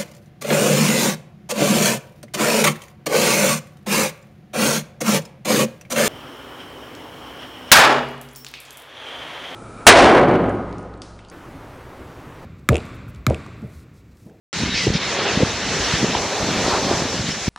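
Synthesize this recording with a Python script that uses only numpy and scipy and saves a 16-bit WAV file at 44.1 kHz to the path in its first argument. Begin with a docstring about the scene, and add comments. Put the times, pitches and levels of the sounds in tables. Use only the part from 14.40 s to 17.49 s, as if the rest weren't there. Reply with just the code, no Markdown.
"""Surf running up a gravel beach in gusty wind, taken on a phone microphone: the wash hisses and fizzes.
Behind it the breaker roars, with slaps and spray; both are noise shaped by level and spectrum curves.
Wind rumbles on the microphone and strong eddies bump it one by one, each a short swing of pressure.
Seabirds sit faintly in the roar: peeps are gliding sines, rasps are bursts of throaty noise.
All is central except the treble of the foam, which spreads to the sides."""
import sys
import numpy as np
from scipy import signal
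from scipy.fft import rfft, irfft, next_fast_len
from scipy.io import wavfile
from scipy.ndimage import uniform_filter1d, map_coordinates

SR = 44100
rng = np.random.default_rng(int(sys.argv[2]) if len(sys.argv) > 2 else 0)


def volts_from_decibels(level):
    """Turn decibel levels (scalar or array-like) into linear amplitude factors."""
    exponent = np.asarray(level, float) / 20
    return 10 ** exponent


def to_wav(s):
    """Save 16-bit WAV."""
    ch = np.atleast_2d(s).T  # columns
    pcm = np.round(np.clip(ch, -1, 1) * 32767)  # PCM
    wavfile.write(sys.argv[1], SR, pcm.astype(np.int16))


N = 136269  # samples

# Foam running over the gravel: t/s, hiss level/dB, treble level/dB (only its departure from the mean counts)
WASH_LEVELS = [(0.15, -26.5, -11.5), (0.33, -26.5, -16), (0.35, -25.5, -15.5), (0.44, -27, -9),
               (0.51, -30.5, -11.5), (0.57, -27.5, -15), (0.59, -28.5, -17), (0.63, -23.5, -18),
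               (0.74, -27.5, -11), (0.8, -23, -20.5), (0.84, -25.5, -12), (0.87, -21, -24),
               (0.88, -23, -16), (1.09, -27.5, -11.5), (1.34, -24, -12), (1.55, -24, -11), (1.7, -27, -8.5),
               (1.75, -23, -15), (1.81, -28.5, -6.5), (2.15, -24.5, -11), (2.32, -25, -7.5),
               (2.44, -26, -8.5), (2.58, -27.5, -5.5), (2.86, -29, -9.5), (2.88, -25.5, -10.5),
               (2.99, -31.5, -9), (3.07, -29.5, -6.5), (3.08, -29.5, -10.5)]
# Roar of the wave behind the wash: t/s, level/dB
BREAKER_LEVELS = [(.13, -36.5), (.45, -44.5), (.6, -34.5), (.75, -26), (.88, -24.5), (1.0, -28.5),
                  (1.15, -31.5), (1.4, -28.5), (1.55, -28), (1.76, -26), (1.95, -25), (2.12, -28),
                  (2.26, -22.5), (2.35, -22.5), (2.45, -26), (2.56, -23.5), (2.7, -29.5), (2.87, -39.5),
                  (3.08, -35)]
# Wind rumble at the microphone: t/s, level/dB
GUST_LEVELS = [(.13, -38), (.22, -28.5), (.3, -30), (.38, -28.5), (.43, -33.5), (.49, -24), (.56, -30.5),
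               (.595, -35), (.9, -33), (1.0, -26), (1.1, -32), (1.22, -34.5), (1.29, -31.5), (1.39, -29.5),
               (1.5, -33.5), (1.64, -27.5), (1.8, -31), (1.97, -35), (2.03, -24.5), (2.2, -29),
               (2.5, -27.5), (2.7, -31), (2.8, -29), (2.9, -36.5), (2.96, -29.5), (3.03, -41), (3.08, -32)]
# Spectrum of the foam's hiss: f/Hz, density/dB
HISS_SPECTRUM = [(530, -50), (900, -5.5), (1480, -3.5), (1830, -1), (2090, -2.5), (3380, -3), (4040, -2),
                 (5040, -7.5), (5510, -4.5), (6650, -7.5), (10000, -30.5), (12800, -37.5), (16700, -67),
                 (22000, -120)]
# Spectrum of the breaker: f/Hz, density/dB
ROAR_SPECTRUM = [(60, -58), (200, -16), (400, 0.5), (800, -3), (1300, -9), (2500, -15.5), (6000, -66)]
# Spectrum of the wind rumble: f/Hz, density/dB
RUMBLE_SPECTRUM = [(10, -64), (30, -28), (60, -20), (100, -6.5), (200, 1), (400, -9), (900, -15),
                   (3000, -80)]
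# Width of the foam: f/Hz, side over mid/dB
FOAM_WIDTH = [(3950, -95), (4150, -15.5), (4900, -2.5), (8000, -2.5), (13000, -4)]
# Strong eddies bumping the microphone: t/s, peak level/dB, pitch f/Hz, width/cycles
STRONG_EDDIES = [(0.168, -19, 162, 1.7), (0.236, -10.5, 216, 0.92), (0.261, -17, 170, 0.79),
                 (0.28, -21, 180, 0.92), (0.293, -16, 170, 0.72), (0.324, -19, 160, 0.93),
                 (0.344, -15, 192, 0.65), (0.373, -18.5, 190, 0.73), (0.471, -5, 378, 1.8),
                 (0.48, -4, 213, 0.26), (0.489, -14, 260, 0.31), (0.504, -4.5, 162, 0.32),
                 (0.555, -10.5, 170, 1.6), (0.79, -14, 544, 2.1), (0.976, -7, 177, 0.93),
                 (1.001, -17, 270, 1.2), (1.007, -11.5, 453, 2), (1.015, -13, 218, 1.7),
                 (1.027, -8, 497, 3.7), (1.034, -2.5, 228, 0.93), (1.54, -11.5, 161, 1.2),
                 (1.631, -7.5, 234, 1.3), (1.641, -8, 266, 1.3), (1.646, -4.5, 388, 0.8),
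                 (1.7, -20, 253, 2.4), (1.752, -8.5, 880, 2.8), (2.025, -15, 145, 1.3),
                 (2.043, -13, 162, 0.52), (2.091, -19, 272, 0.45), (2.265, -13.5, 393, 1.5),
                 (2.281, -12, 398, 1.2), (2.381, -18.5, 285, 2.2), (2.47, -12.5, 240, 1),
                 (2.514, -7.5, 414, 1.54), (2.53, -22, 303, 0.98), (2.537, -13, 320, 0.79),
                 (2.622, -15, 338, 1.1), (2.655, -12, 238, 0.69), (2.745, -16.5, 270, 0.97),
                 (2.797, -16, 137, 1.3), (3.081, -6.5, 170, 0.79)]
# Bird peeps: start t/s, length/s, first f/Hz, last f/Hz, level/dB
BIRD_PEEPS = [(.25, .045, 2050, 2230, -33), (.352, .114, 2750, 1965, -27.5),
              (.298, .058, 3880, 3760, -29.5), (.332, .03, 1790, 1750, -28), (.346, .054, 5450, 5350, -30),
              (.35, .03, 4750, 4650, -33), (.4, .035, 4550, 4400, -33), (.532, .045, 5150, 4950, -34),
              (.662, .048, 2400, 1900, -30.5), (.625, .025, 3650, 3550, -29),
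              (.645, .03, 5300, 5250, -34.5), (2.9, .028, 5350, 5100, -29.5)]
# Bird rasps: start t/s, length/s, level/dB
BIRD_RASPS = [(0.339, 0.071, -24.5), (0.401, 0.063, -28), (0.531, 0.054, -25.5), (.61, 0.064, -36),
              (2.885, 0.029, -39)]
# Spectrum of the rasping throat: f/Hz, density/dB
THROAT_SPECTRUM = [(1200, -36), (2200, 8), (3500, 7), (5200, 8), (6800, -6), (9500, -37), (13000, -63)]
# Slaps and spray of the wave: centre t/s, half length/s, centre f/Hz, peak level/dB
SPLASH_SWELLS = [(2.34, 0.033, 960, -22.5), (2.55, 0.053, 830, -30.5), (2.42, 0.28, 4200, -32),
                 (2.3, 0.034, 4600, -29), (2.25, 0.43, 11500, -54)]

FOAM_TREBLE_HZ = 4880  # treble above this swells as the foam comes near
FIZZ_DB, FIZZ_HZ, FIZZ_CYCLES = -12, 3650, 1.8  # level against the hiss, middle pitch, width
EDDY_DB, EDDY_HZ, EDDY_CYCLES = -3.5, 170, 0.94  # small eddies: level against the rumble, middle pitch, width
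HEAVE_DB, HEAVE_RATIO = -9.5, 0.47  # slow heave: level and pitch against its strong eddy
FLUTTER_DB, FLUTTER_RATIO = -11, 1.85  # quick flutter: level and pitch against its strong eddy
GLIDE_S, PEEP_WAVER = .028, .008  # time constant of the glide; waver as a share of pitch
HOARSE_DB = 3.5  # level waver of a peep with no glide; scaled by last over first pitch
EDGE_S = .008  # fade at each end of a bird call
SPLASH_OCTAVES = 0.5  # spacing of the points that shape a splash band
LOW_CUT_HZ = 45
CLIP_LEVEL, CLIP_HARDNESS = .85, 4  # amplitude ceiling; exponent of the bend towards it
START_S = .129  # the microphone opens


def unit(x):
    """Scales to rms 1."""
    return x / np.sqrt(np.mean(x ** 2) + 1e-20)


def curves(rows):
    """Draws one value per sample for each column after the time."""
    s, *columns = np.transpose(rows)
    return [np.interp(np.arange(N) / SR, s, column) for column in columns]


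def wobble(rate):
    """A smooth random curve, rate knots a second."""
    return map_coordinates(rng.standard_normal(1600), [np.arange(N) * rate / SR], mode="wrap")


def coloured(x, points):
    """Passes x through a spectrum of (Hz, dB) points, joined along log frequency."""
    size = next_fast_len(N + 8192)
    hz, db = np.transpose(points)
    log_hz = np.log(np.fft.rfftfreq(size, 1 / SR) + 1)
    gain = volts_from_decibels(np.interp(log_hz, np.log(hz + 1), db, -120, -120))
    return irfft(rfft(x, size) * gain, size)[..., :N]


def patchy(depth_db, channels):
    """White noise with patches of random gain in time and frequency, shared by its channels."""
    z = signal.stft(rng.standard_normal((channels, N)), nperseg=512)[2]
    field = uniform_filter1d(rng.standard_normal(z.shape[1:]), 6, axis=0)
    field = uniform_filter1d(field, 8, axis=1)
    return signal.istft(z * volts_from_decibels(depth_db * unit(field)), nperseg=512)[1][:, :N]


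def wavelets(s, gain, hz, cycles, size):
    """Short swings of pressure centred on times s, each a few cycles under a bell."""
    k = np.arange(-size, size)
    turns = k / SR * np.asarray(hz)[:, None]
    phase = 2 * np.pi * rng.random((len(s), 1))
    bell = np.exp(-(2 * turns / cycles) ** 2)
    wave = np.asarray(gain)[:, None] * bell * np.cos(2 * np.pi * turns + phase)
    at = np.clip((np.asarray(s)[:, None] * SR).astype(int) + k, 0, N)
    return np.bincount(at.ravel(), wave.ravel(), N + 1)[:N]


def grains(hz, cycles, spread, size_db, count, size):
    """A random rain of wavelets, of scattered pitch and size."""
    s = rng.random(count) * N / SR
    gain = volts_from_decibels(size_db * np.minimum(rng.exponential(size=count), 2))
    pitch = hz * np.exp(spread * np.clip(rng.standard_normal(count), -2, 2))
    return unit(wavelets(s, gain, pitch, cycles, size))


def gate(s, length):
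    """Opens at s and is shut again after length, with soft edges."""
    t = np.arange(N) / SR - s
    return np.clip(np.minimum(t, length - t) / EDGE_S, 0, 1)


def wash():
    """Hiss of foam with bursting bubbles; two unrelated streams, for centre and sides."""
    level_db, treble_db = curves(WASH_LEVELS)
    hiss = unit(coloured(patchy(depth_db=1.5, channels=2), HISS_SPECTRUM))
    fizz = [grains(FIZZ_HZ, FIZZ_CYCLES, spread=0.39, size_db=4.0, count=6000, size=48) for _ in range(2)]
    foam = hiss + volts_from_decibels(FIZZ_DB) * np.array(fizz)
    high_pass = signal.butter(4, FOAM_TREBLE_HZ, "high", fs=SR, output="sos")
    treble = signal.sosfiltfilt(high_pass, foam)
    level = volts_from_decibels(level_db + 1.0 * wobble(3.4) + 0.4 * wobble(9.83))
    treble_gain = volts_from_decibels(treble_db - treble_db.mean() + 0.79 * wobble(17))
    return level * (foam + (treble_gain - 1) * treble)


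def breaker():
    """The dull tumbling roar of the wave: low noise of unsteady level."""
    level_db, = curves(BREAKER_LEVELS)
    roar = unit(coloured(patchy(depth_db=0.83, channels=1)[0], ROAR_SPECTRUM))
    return volts_from_decibels(level_db + 0.28 * wobble(8.8) + 0.98 * wobble(44.95)) * roar


def wind():
    """Lumpy rumble and a stream of small eddies, rising and falling with the gusts."""
    level_db, = curves(GUST_LEVELS)
    rumble = unit(volts_from_decibels(3.3 * wobble(24.88)) * coloured(rng.standard_normal(N), RUMBLE_SPECTRUM))
    eddies = grains(EDDY_HZ, EDDY_CYCLES, spread=0.57, size_db=0, count=400, size=900)
    return volts_from_decibels(level_db) * (rumble + volts_from_decibels(EDDY_DB) * eddies)


def strong_eddies():
    """Eddies bump the microphone; each rides on a slower heave of pressure and carries a quicker flutter."""
    s, db, hz, cycles = np.transpose(STRONG_EDDIES)
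    bump = wavelets(s, volts_from_decibels(db), hz, cycles[:, None], size=900)
    heave = wavelets(s, volts_from_decibels(db + HEAVE_DB), HEAVE_RATIO * hz, 0.98, size=1500)
    flutter = wavelets(s, volts_from_decibels(db + FLUTTER_DB), FLUTTER_RATIO * hz, 0.8, size=300)
    return bump + heave + flutter


def peeps():
    """Seabird peeps: wavering, slightly hoarse tones that glide towards their last pitch."""
    t, out = np.arange(N) / SR, np.zeros(N)
    for s, length, first_hz, last_hz, db in BIRD_PEEPS:
        hz = last_hz + (first_hz - last_hz) * np.exp(-np.maximum(t - s, 0) / GLIDE_S)
        hz = hz * (1 + PEEP_WAVER * wobble(90))
        hoarse_db = HOARSE_DB * last_hz / first_hz
        level = volts_from_decibels(db + 0.5 * wobble(50) + hoarse_db * wobble(500))
        out += level * gate(s, length) * np.sin(2 * np.pi * np.cumsum(hz) / SR)
    return out


def rasps():
    """Seabird rasps: short bursts of noise coloured by the throat."""
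    noise = unit(coloured(patchy(depth_db=2.5, channels=1)[0], THROAT_SPECTRUM))
    return noise * sum(volts_from_decibels(db) * gate(s, length) for s, length, db in BIRD_RASPS)


def splashes():
    """Parts of the wave slap down or throw spray: swells of noise round one pitch."""
    t, out = np.arange(N) / SR, np.zeros(N)
    for s, half, hz, db in SPLASH_SWELLS:
        band = [(hz * 2 ** (k * SPLASH_OCTAVES), -6 * k * k) for k in range(-3, 4)]
        swell = np.exp(-((t - s) / half) ** 2)
        out += volts_from_decibels(db) * swell * unit(coloured(rng.standard_normal(N), band))
    return out


def scene():
    """Puts everything in the centre and spreads the treble of the foam to left and right."""
    centre, sides = wash()
    mid = centre + breaker() + wind() + strong_eddies() + peeps() + rasps() + splashes()
    side = coloured(sides, FOAM_WIDTH)
    return np.array([mid + side, mid - side])


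def low_pass(x):
    """Removes everything above the highest recorded frequency."""
    return signal.sosfilt(signal.butter(12, 12970, fs=SR, output="sos"), x)


def record(dry):
    """The phone microphone loses the deep bass, rounds off the highest peaks and opens abruptly."""
    low_cut = signal.butter(2, LOW_CUT_HZ, "high", fs=SR, output="sos")
    heard = signal.sosfilt(low_cut, dry)
    rounded = heard / (1 + np.abs(heard / CLIP_LEVEL) ** CLIP_HARDNESS) ** (1 / CLIP_HARDNESS)
    is_open = np.arange(N) >= START_S * SR
    return low_pass(rounded * is_open)


dry = scene()
out = record(dry)
to_wav(out)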